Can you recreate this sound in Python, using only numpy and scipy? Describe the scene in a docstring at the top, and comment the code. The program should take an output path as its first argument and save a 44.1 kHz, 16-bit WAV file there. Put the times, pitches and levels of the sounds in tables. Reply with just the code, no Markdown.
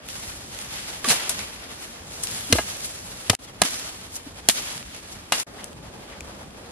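"""A leafy thicket where a machete chops green saplings, over a lumpy breeze, a far bird and faint insects.
Blows and ticks are bursts of crushing noise with one sharp crack; blows also ring blade and stem.
Thuds are damped sines with a sagging pitch; foliage is grainy noise in bands that follow every rustle.
The bird is a gliding sine, the insects chirp in narrow noise, a rubber strap squeaks by stick-slip.
Three scenes follow each other with short silences; the wide stereo microphone clips when overloaded."""
import sys
import numpy as np
from scipy import signal
from scipy.io import wavfile
from scipy.ndimage import uniform_filter1d

SR = 44100
rng = np.random.default_rng(int(sys.argv[2]) if len(sys.argv) > 2 else 0)


def pcm_store(signal):
    """Save signal as 16-bit PCM."""
    levels = np.round(np.clip(np.atleast_2d(signal), -1, 1) * 32767)
    wavfile.write(sys.argv[1], SR, levels.astype(np.int16).T)


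N = 295955   # length in samples

# blows and snaps: (time [s], peak level [dB], tilt at 700 Hz [dB], at 3 kHz [dB], at 8 kHz [dB],
# crunch length [ms], t60 at 3 kHz [s], pan [dB], ring level [dB], best rung frequency [Hz])
BLOWS = [(1.043, -21.5, 4.5, 1.5, -8.5, 2.4, 0.075, -5, -2, 1160),
         (1.086, -9, -24, -6, -7.5, 1.3, .027, 0, -6, 4100),
         (1.0952, -3, -17.5, -9, -5.5, .3, .004, -1.5, -20, 4000),
         (1.1003, -11.5, -5.5, -3.5, -9, 4.8, 0.064, -5, -2, 3970),
         (1.1111, -7.5, -20, -13, -22, 3.0, .039, -6, -4, 4030),
         (1.1177, -11.5, -3, -19, -13, 3.0, 0.077, -2, -8, 3950),
         (1.2934, -9.5, -12, -14, -3.5, 1.3, 0.046, 2, -24, 5780),
         (2.2352, -15, -18, -14, -3.5, 1.4, .02, 7, -25, 7000),
         (2.525, 1, -11, -4.5, -9.5, 2.7, 0.022, 1.5, -8, 2700),
         (2.553, -22, 14.5, -27, -21, 2.8, 0.03, 1.1, -1, 657),
         (2.5849, -9, 5.5, -12, -34, 2.4, 0.026, 1, -0.5, 1670),
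         (3.297, 0.3, -4, -3.5, -11.5, 4, .022, 2.5, -11.5, 606),
         (3.3318, -18.5, 6.5, -16, -18.5, 1.5, 0.026, -1, 0, 767),
         (3.6169, 0.2, -3.5, -6, -8, 2.8, 0.023, -3, -4.5, 1220),
         (4.4866, -2.5, -9, -3, -1.5, 2.7, 0.013, -1.5, -14, 634),
         (4.496, -4, -20.5, -1.5, -7, .62, 0.039, .6, -8, 5440),
         (5.3214, -4.5, -4, -5, -10, 0.73, 0.051, 1.5, -1, 2840)]
# stereo width of the microphone, side minus mid: (frequency [Hz], level [dB])
WIDTH = [(60, -22), (130, -15), (290, -6), (640, -4.5), (1410, 0.5), (3100, 2), (6820, 6), (15000, 10)]


def amp(db):
    """Decibels to gain."""
    return 10 ** (np.asarray(db) / 20)


def rms_one(x):
    """Scale to unit rms."""
    return x / np.sqrt(np.mean(x ** 2) + 1e-20)


def at_hz(points, hz):
    """Read a spectrum of (frequency, level) points on a log-frequency axis."""
    points = np.array(points)
    return np.interp(np.log(hz), np.log(points[:, 0] + 1), points[:, 1])


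def drift(rate_hz):
    """Slow random wandering of spread 1: low-passed noise made at a fortieth of the sample rate."""
    step = 40
    pole = np.exp(-2 * np.pi * step * rate_hz / SR)
    noise = rng.standard_normal(N // step + 2002)
    slow = signal.lfilter([1], [1, -2 * pole, pole * pole], noise)[2000:]
    return np.interp(np.arange(N) / step, np.arange(len(slow)), rms_one(slow))


def ring(x, hz, t60):
    """Two-pole resonator: a unit click sets a sine of height 1 ringing, down 60 dB after t60 seconds."""
    radius, turn = amp(-60 / (t60 * SR)), 2 * np.pi * hz / SR
    return signal.lfilter([0, np.sin(turn)], [1, -2 * radius * np.cos(turn), radius * radius], x + 1e-18)


def grains(per_s, spread_db):
    """Mid and side of many tiny contacts of uneven size; rms 1."""
    hits = rng.random(N) < per_s / SR
    sizes = amp(spread_db * np.minimum(rng.exponential(1, N), 5)) * hits
    return rms_one(sizes * rng.standard_normal((2, N)))


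def bank(sources, gain_of_band, narrowing=((1, 0),)):
    """Half-octave bands, each driven through its own envelope; the side gets the microphone's width."""
    edges_hz = 28 * 2 ** np.arange(0, 9.6, .5)
    mid_side = np.zeros((2, N))
    for k, (low, high) in enumerate(zip(edges_hz, edges_hz[1:])):
        hz = np.sqrt(low * high)
        sos = signal.butter(2, [low, high], "band", fs=SR, output="sos")
        drive = sources[k % 2] * gain_of_band(hz) + 1e-18   # neighbouring bands use different noise
        side_db = at_hz(WIDTH, hz) + at_hz(narrowing, hz)
        mid_side += signal.sosfilt(sos, drive) * amp([[0], [side_db]])
    return mid_side


def left_right(mid_side):
    """Mid and side to left and right."""
    return mid_side[0] + mid_side[1] * [[1], [-1]]


def rustle_levels(s):
    """Levels of the four registers: the scene's rest plus every rustle of that scene, added as power."""
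    # the thicket at rest, one row a scene:
    # (from [s], breeze [dB], undergrowth [dB], leaf swish [dB], leaf hiss [dB])
    rest = np.array([(0, -48, -48.5, -52.5, -66), (3.37, -48.5, -50, -53.5, -59),
                     (5.45, -48, -45.5, -54, -59)])
    # leaves are shaken, dragged or rubbed by the strap:
    # (time of peak [s], swish level [dB], hiss level [dB], rise [s], t60 [s])
    rustles = [(.1, -46, -44, 0.053, 2.8), (.3, -46, -47, 0.2, 0.52), (.49, -56, -50, .06, .3),
               (.615, -43.5, -42.5, 0.09, 0.21), (.79, -40.5, -42.5, 0.42, 2.2),
               (1.06, -35, -36, 0.013, 0.72), (1.106, -28, -25.5, 0.039, 0.27),
               (1.18, -34.5, -40.5, .08, 1.36), (1.3, -48, -36.5, 0.022, 0.24),
               (1.41, -37, -40.5, 0.16, 0.3), (1.536, -45.5, -46.5, 0.12, 0.39),
               (1.838, -46.5, -46, 0.28, 0.79), (2.12, -50.5, -47, 0.15, 2.9),
               (2.239, -43, -30.5, 0.017, 0.095), (2.28, -41.5, -40, 0.1, 3.5),
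               (2.55, -38, -37.5, 0.037, 1.4), (2.852, -45.5, -38, 0.051, 0.36),
               (2.95, -49.5, -47.5, .2, 6.4), (3.27, -45, -49, 0.067, 0.23),
               (3.31, -40.5, -38.5, .012, .45), (3.45, -58, -49.5, 0.069, 0.057),
               (3.65, -33.5, -34.5, 0.021, 1), (3.9, -49, -51, 0.15, 3.3), (4.165, -52, -38, .06, 0.06),
               (4.51, -49, -32, 0.019, 0.19), (4.58, -34.5, -36.5, 0.057, 0.98),
               (4.95, -49.5, -52, 0.51, 2.6), (5.128, -48, -42.5, 0.028, 0.051),
               (5.335, -34.5, -36.5, 0.017, 0.44), (5.4, -42, -38.5, .05, 0.37), (5.61, -48, -55, .06, .12),
               (6.136, -47, -63, 0.14, 0.27)]
    rise_db = 17.5   # climb over the rise time
    undergrowth_db = -7.5   # twigs below the leaves follow the swish
    starts = rest[:, 0]
    scene_at = np.searchsorted(starts, s, side="right") - 1
    power = amp(rest[scene_at, 1:].T) ** 2
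    for peak, swish_db, hiss_db, rise, t60 in rustles:
        climb_db = -rise_db * np.maximum(peak - s, 0) / rise
        fall_db = -60 * np.maximum(s - peak, 0) / t60
        here = scene_at == np.searchsorted(starts, peak) - 1
        tops_db = np.array([[swish_db + undergrowth_db], [swish_db], [hiss_db]])
        power[1:] += here * amp(climb_db + fall_db + tops_db) ** 2
    return 10 * np.log10(power)


def foliage():
    """Leaves rub in dense grains; each register follows its own effort and flickers partly in step."""
    # colour of the thicket: (frequency [Hz], level per Hz [dB])
    colour = [(20, -18), (30, -7.5), (64, -4.5), (119, -7.5), (274, -7.5), (368, -9.5), (666, -9),
              (1110, -11), (3340, -10), (8810, -15), (13000, -13)]
    gust_db, gusts_per_s = 2.0, 8.0   # the breeze is lumpy on the microphone
    s = np.arange(0, N / SR, .002)
    levels = rustle_levels(s)
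    # breeze, undergrowth, swish, hiss [Hz]
    registers = [(30, 250), (250, 1200), (1200, 5000), (5000, 13000)]
    centres = np.log([90, 550, 2500, 8000])
    together, gusts = drift(15.2), drift(gusts_per_s)
    grid = np.geomspace(20, 16000, 400)
    power = amp(at_hz(colour, grid)) ** 2 * np.gradient(grid)
    # effort = level over what the resting colour gives in that register
    effort = []
    for db, (low, high) in zip(levels, registers):
        inside = (grid > low) & (grid < high)
        effort.append(db - 10 * np.log10(power[inside].sum()))

    def gain(hz):
        # blend the efforts of the neighbouring registers
        shares = [np.interp(np.log(hz), centres, one) for one in np.eye(len(centres))]
        db = sum(share * row for share, row in zip(shares, effort))
        flicker = 1.64 * together * (hz > 400) + gust_db * gusts * (hz < 250) + 0.57 * drift(6.2)
        level_db = np.interp(np.arange(N) / SR, s, db) + at_hz(colour, hz) + flicker
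        return np.sqrt(SR / 2) * amp(level_db)   # level per Hz to noise gain

    def rubbing():
        return rng.standard_normal((2, N)) + 0.42 * grains(1500, 3.35) + 0.22 * grains(300, 3.1)
    return left_right(bank([rubbing(), rubbing()], gain))


def blows():
    """Fibres crush for a few ms, then the scatter dies, treble first; blows also strike the modes."""
    # twig and strap ticks, too light to ring: (time [s], peak level [dB], brightest at [Hz], pan [dB])
    ticks = [(0.0873, -18.5, 3500, 0), (.548, -25, 4000, -7), (.5887, -23, 3500, -14), (.615, -25, 4000, 2),
             (1.0795, -7, 1500, -1), (1.2356, -21, 2200, -4), (1.3914, -17, 2500, -9),
             (2.271, -26, 4500, 26), (2.3125, -24.5, 9000, 11), (2.768, -28, 10000, -17),
             (3.3503, -12, 4000, -3), (3.6357, -12, 2000, -11), (3.6524, -17, 6000, -8),
             (3.708, -21, 9000, -1), (3.796, -25.5, 7000, -10), (4.156, -22, 8000, -8),
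             (4.7082, -25, 4000, -11), (4.778, -20, 3500, -5), (4.827, -21, 2000, 0),
             (5.3994, -22, 4000, -18), (5.6425, -19.5, 8000, 1), (5.66, -44, 6500, 0),
             (5.7302, -33, 4000, 0), (6.2065, -21.5, 4400, 3), (6.506, -34, 2000, .6)]
    # modes of blade and stem: (frequency [Hz], level [dB], t60 [s])
    modes = [(436, -18.5, 0.0046), (685, -1, 0.02), (1254, -10.5, 0.052), (1653, -16, 0.084),
             (2073, -12.5, 0.065), (2532, -9.5, 0.025), (2840, -16.5, 0.1), (4107, -8.5, 0.05),
             (5840, -27, 0.04), (7000, -36, 0.018), (7950, -23, 0.072), (8678, -28, 0.11),
             (10420, -19, 0.099)]
    # near sounds are narrower than the thicket: (frequency [Hz], added side level [dB])
    near_width = [(200, -13), (1000, -14.5), (3000, -6), (9000, -5.5)]
    tick_ms, tick_t60_s, tick_db_per_octave = .3, .006, 7
    pan_from_hz = 950   # the microphone tells left from right mainly above this

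    marks = np.array([700, 3000, 8000])
    rows = [row[:8] for row in BLOWS]
    for s, db, hz, pan in ticks:
        tilts = -tick_db_per_octave * np.abs(np.log2(marks / hz))
        rows.append((s, db, *tilts, tick_ms, tick_t60_s, pan))
    rows = np.array(rows)
    t = np.arange(SR // 11) / SR
    scatter = amp(-25.5 - 60 * t / 0.23)   # scatter off the bushes
    attack = np.minimum(t / 0.00012, 1)
    crush = [.7 * rng.standard_normal((2, N)) + .7 * grains(6000, 2.5) for _ in range(2)]
    # one sharp crack opens each contact, most of a short one
    signs = rng.choice([-1, 1], (len(rows), 2)).T
    crack = 3.6 * signs * [[1], [.6]] / np.sqrt(rows[:, 5])
    for source in crush:
        source[:, (rows[:, 0] * SR).astype(int) + 12] = crack

    def gain(hz):
        env = np.zeros(N + len(t))
        for s, db, low_db, mid_db, high_db, ms, t60, _ in rows:
            tilt = at_hz([(50, low_db - 27.0), (150, low_db - 14.5), (700, low_db), (3000, mid_db),
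                          (8000, high_db), (13000, high_db - 1.5)], hz)
            late = np.maximum(t - ms / 1000, 0)
            fall = amp(-60 * late / (t60 * (hz / 3000) ** -.2)) + scatter
            env[round(s * SR):][:len(t)] += amp(db + tilt) * fall * attack
        return env[:N]
    mid_side = bank(crush, gain, near_width)

    s, db, ring_db, best_hz = np.array(BLOWS)[:, [0, 1, 8, 9]].T
    chance = rng.normal(0, 2.5, (len(s), len(modes)))   # dB
    for (hz, mode_db, t60), luck in zip(modes, chance.T):
        clicks = np.zeros(N)
        # the strike place favours nearby modes
        place_db = -7.0 * np.minimum(np.abs(np.log2(hz / best_hz)), 2.2)
        clicks[(s * SR).astype(int) + 20] = amp(db + ring_db + mode_db + place_db + luck)
        side = amp(at_hz(WIDTH, hz) + at_hz(near_width, hz) - 3) * rng.choice([-1, 1])
        mid_side += ring(clicks, hz, t60) * [[1], [side]]

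    # the pan jumps to each contact 2 ms ahead of it
    rows = rows[np.argsort(rows[:, 0])]
    latest = np.searchsorted(rows[:, 0], np.arange(N) / SR + .002) - 1
    pan = rows[np.maximum(latest, 0), 7]
    stereo = left_right(mid_side)
    low = signal.lfilter(*signal.butter(1, pan_from_hz, fs=SR), stereo)
    return low + (stereo - low) * amp([pan / 2, -pan / 2])


def thuds():
    """Damped swings that build up over their rise time while their pitch sags."""
    # stem thuds, hollow knocks and puffs of air:
    # (time [s], level [dB], settled frequency [Hz], rise [ms], t60 [s])
    swings = [(.27, -32.5, 55, 11, .077), (1.045, -23.5, 1142, 3.6, 0.08), (1.071, -23, 229, 12, .089),
              (1.1, -27.5, 146, 7.7, 0.087), (2.497, -25, 265, 7.3, .5), (2.527, -13.5, 90, 1.2, 0.065),
              (2.528, -16, 463, 1.3, 0.054), (2.5288, -12.5, 222, 1.1, 0.046),
              (2.534, -20.5, 64.6, 3.7, 0.17), (2.5522, -15.5, 298, 1.8, 0.015),
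              (2.586, -23.5, 335, 4.9, .028), (3.2974, -16.5, 95, 3.6, .092), (3.3, -9.5, 197, 0.89, 0.01),
              (3.62, -20.5, 172, 1.9, 0.06), (3.642, -29, 262, 8, .057), (4.261, -30, 263, 12.5, .031),
              (4.488, -17.5, 200, 1.4, 0.038), (4.488, -21.5, 620, 5.4, 0.027),
              (5.322, -14, 843, 1.6, 0.013), (5.324, -33, 140, 2.1, 0.05), (5.876, -34.5, 84.5, 6.8, .06),
              (6.2065, -28, 2400, 0.51, .015), (6.21, -33, 70, 13, 0.1)]
    sag_hz, sag_s = 45, 0.009   # the pitch starts at most this much higher and settles
    out, t = np.zeros(N + SR), np.arange(SR // 4) / SR
    for s, db, hz, rise_ms, t60 in swings:
        rise = rise_ms / 1000
        env = np.minimum(t / rise, 1) * amp(db - 60 * np.maximum(t - rise, 0) / t60)
        if t60 > .3:   # a swung stem whistles until the next blow stops it
            next_blow = min(row[0] for row in BLOWS if row[0] > s)
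            env *= t + s < next_blow
        sag_cycles = min(sag_hz, hz / 4) * sag_s * (1 - np.exp(-t / sag_s))
        out[round(s * SR):][:len(t)] += env * np.sin(2 * np.pi * (hz * t + sag_cycles))
    return out[:N]


def bird():
    """One gliding near-sine, repeated: each note falls in pitch under a half-sine swell."""
    # a far bird's falling notes, in pairs: (time [s], level [dB])
    notes = [(2.015, -53), (2.09, -50), (2.362, -52), (2.432, -46), (3.412, -56), (3.468, -50), (4.36, -51),
             (4.434, -53)]
    note_s, from_hz, to_hz, roughness = .038, 3550, 3020, .35
    out, t = np.zeros(N), np.arange(int(note_s * SR)) / SR
    waver = drift(60)   # leaves in the path make it waver
    glide = from_hz * t + (to_hz - from_hz) * t ** 2 / (2 * note_s)
    note = np.sin(np.pi * t / note_s) * np.sin(2 * np.pi * glide)
    for s, db in notes:
        start = round(s * SR)
        rough = 1 + roughness * waver[start:][:len(t)]
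        out[start:][:len(t)] += amp(db) * rough * note
    return out * amp([[1.5], [-1.5]])   # slightly left


def insects():
    """A narrow noise band chirps at a steady pace, wide in the stereo field."""
    from_s, every_s, chirp_s = 5.535, .172, .105
    hz, level_db, wander_db = 8350, -68.5, 1.5
    t = np.arange(N) / SR - from_s
    chirp = uniform_filter1d(1. * (t > 0) * (t % every_s < chirp_s), size=400)
    song = rms_one(ring(rng.standard_normal((2, N)), hz, .025))
    level = amp(level_db + wander_db * drift(3))
    return left_right(level * chirp * song * amp([[0], [3]]))


def strap():
    """Stick-slip noise in a narrow resonance while the rubber slides."""
    # the rubber strap squeaks on the wood: (time [s], length [s], frequency [Hz], level [dB])
    squeaks = [(5.58, .045, 1920, -46.5), (5.578, .04, 3200, -53), (5.633, .011, 3200, -44),
               (6.114, 0.028, 2040, -49), (6.15, 0.025, 3200, -54), (6.225, 0.013, 3300, -55)]
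    squeak_t60_s = 0.0096
    out = np.zeros(N)
    for s, length, hz, db in squeaks:
        t = np.arange(int(length * SR)) / SR
        slips = rng.standard_normal(len(t))
        swell = np.sin(np.pi * t / length) ** .5
        out[round(s * SR):][:len(t)] += amp(db) * swell * rms_one(ring(slips, hz, squeak_t60_s))
    return out


def scene():
    """Everything at the microphone."""
    return foliage() + blows() + thuds() + bird() + insects() + strap()


def record(dry):
    """Microphone roll-off and resonance, overload, silences between the scenes, cut top."""
    # silences: (from [s], to [s], fade [ms])
    silences = [(3.355, 3.388, 4.0), (5.436, 5.465, 5.0)]
    silence_db, mic_top_hz, cutoff_hz = -28, 11200, 15600
    peak_hz, peak_q, peak_share = 10160, 11, 0.3   # resonance of the capsule
    t, gate = np.arange(N) / SR, np.ones(N)
    for start, end, fade_ms in silences:
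        outside = np.maximum(start - t, t - end)
        gate *= np.clip(outside / (fade_ms / 1000), amp(silence_db), 1)
    mic = signal.sosfilt(signal.butter(6, mic_top_hz, fs=SR, output="sos"), dry)
    mic = mic + peak_share * signal.lfilter(*signal.iirpeak(peak_hz, peak_q, SR), mic)
    mic = signal.sosfilt(signal.butter(2, 40, "high", fs=SR, output="sos"), mic)
    overloaded = np.clip(mic, -.98, .98)
    top_cut = signal.ellip(10, .5, 70, cutoff_hz, fs=SR, output="sos")
    return signal.sosfilt(top_cut, gate * overloaded)


dry = scene()
out = record(dry)
pcm_store(out)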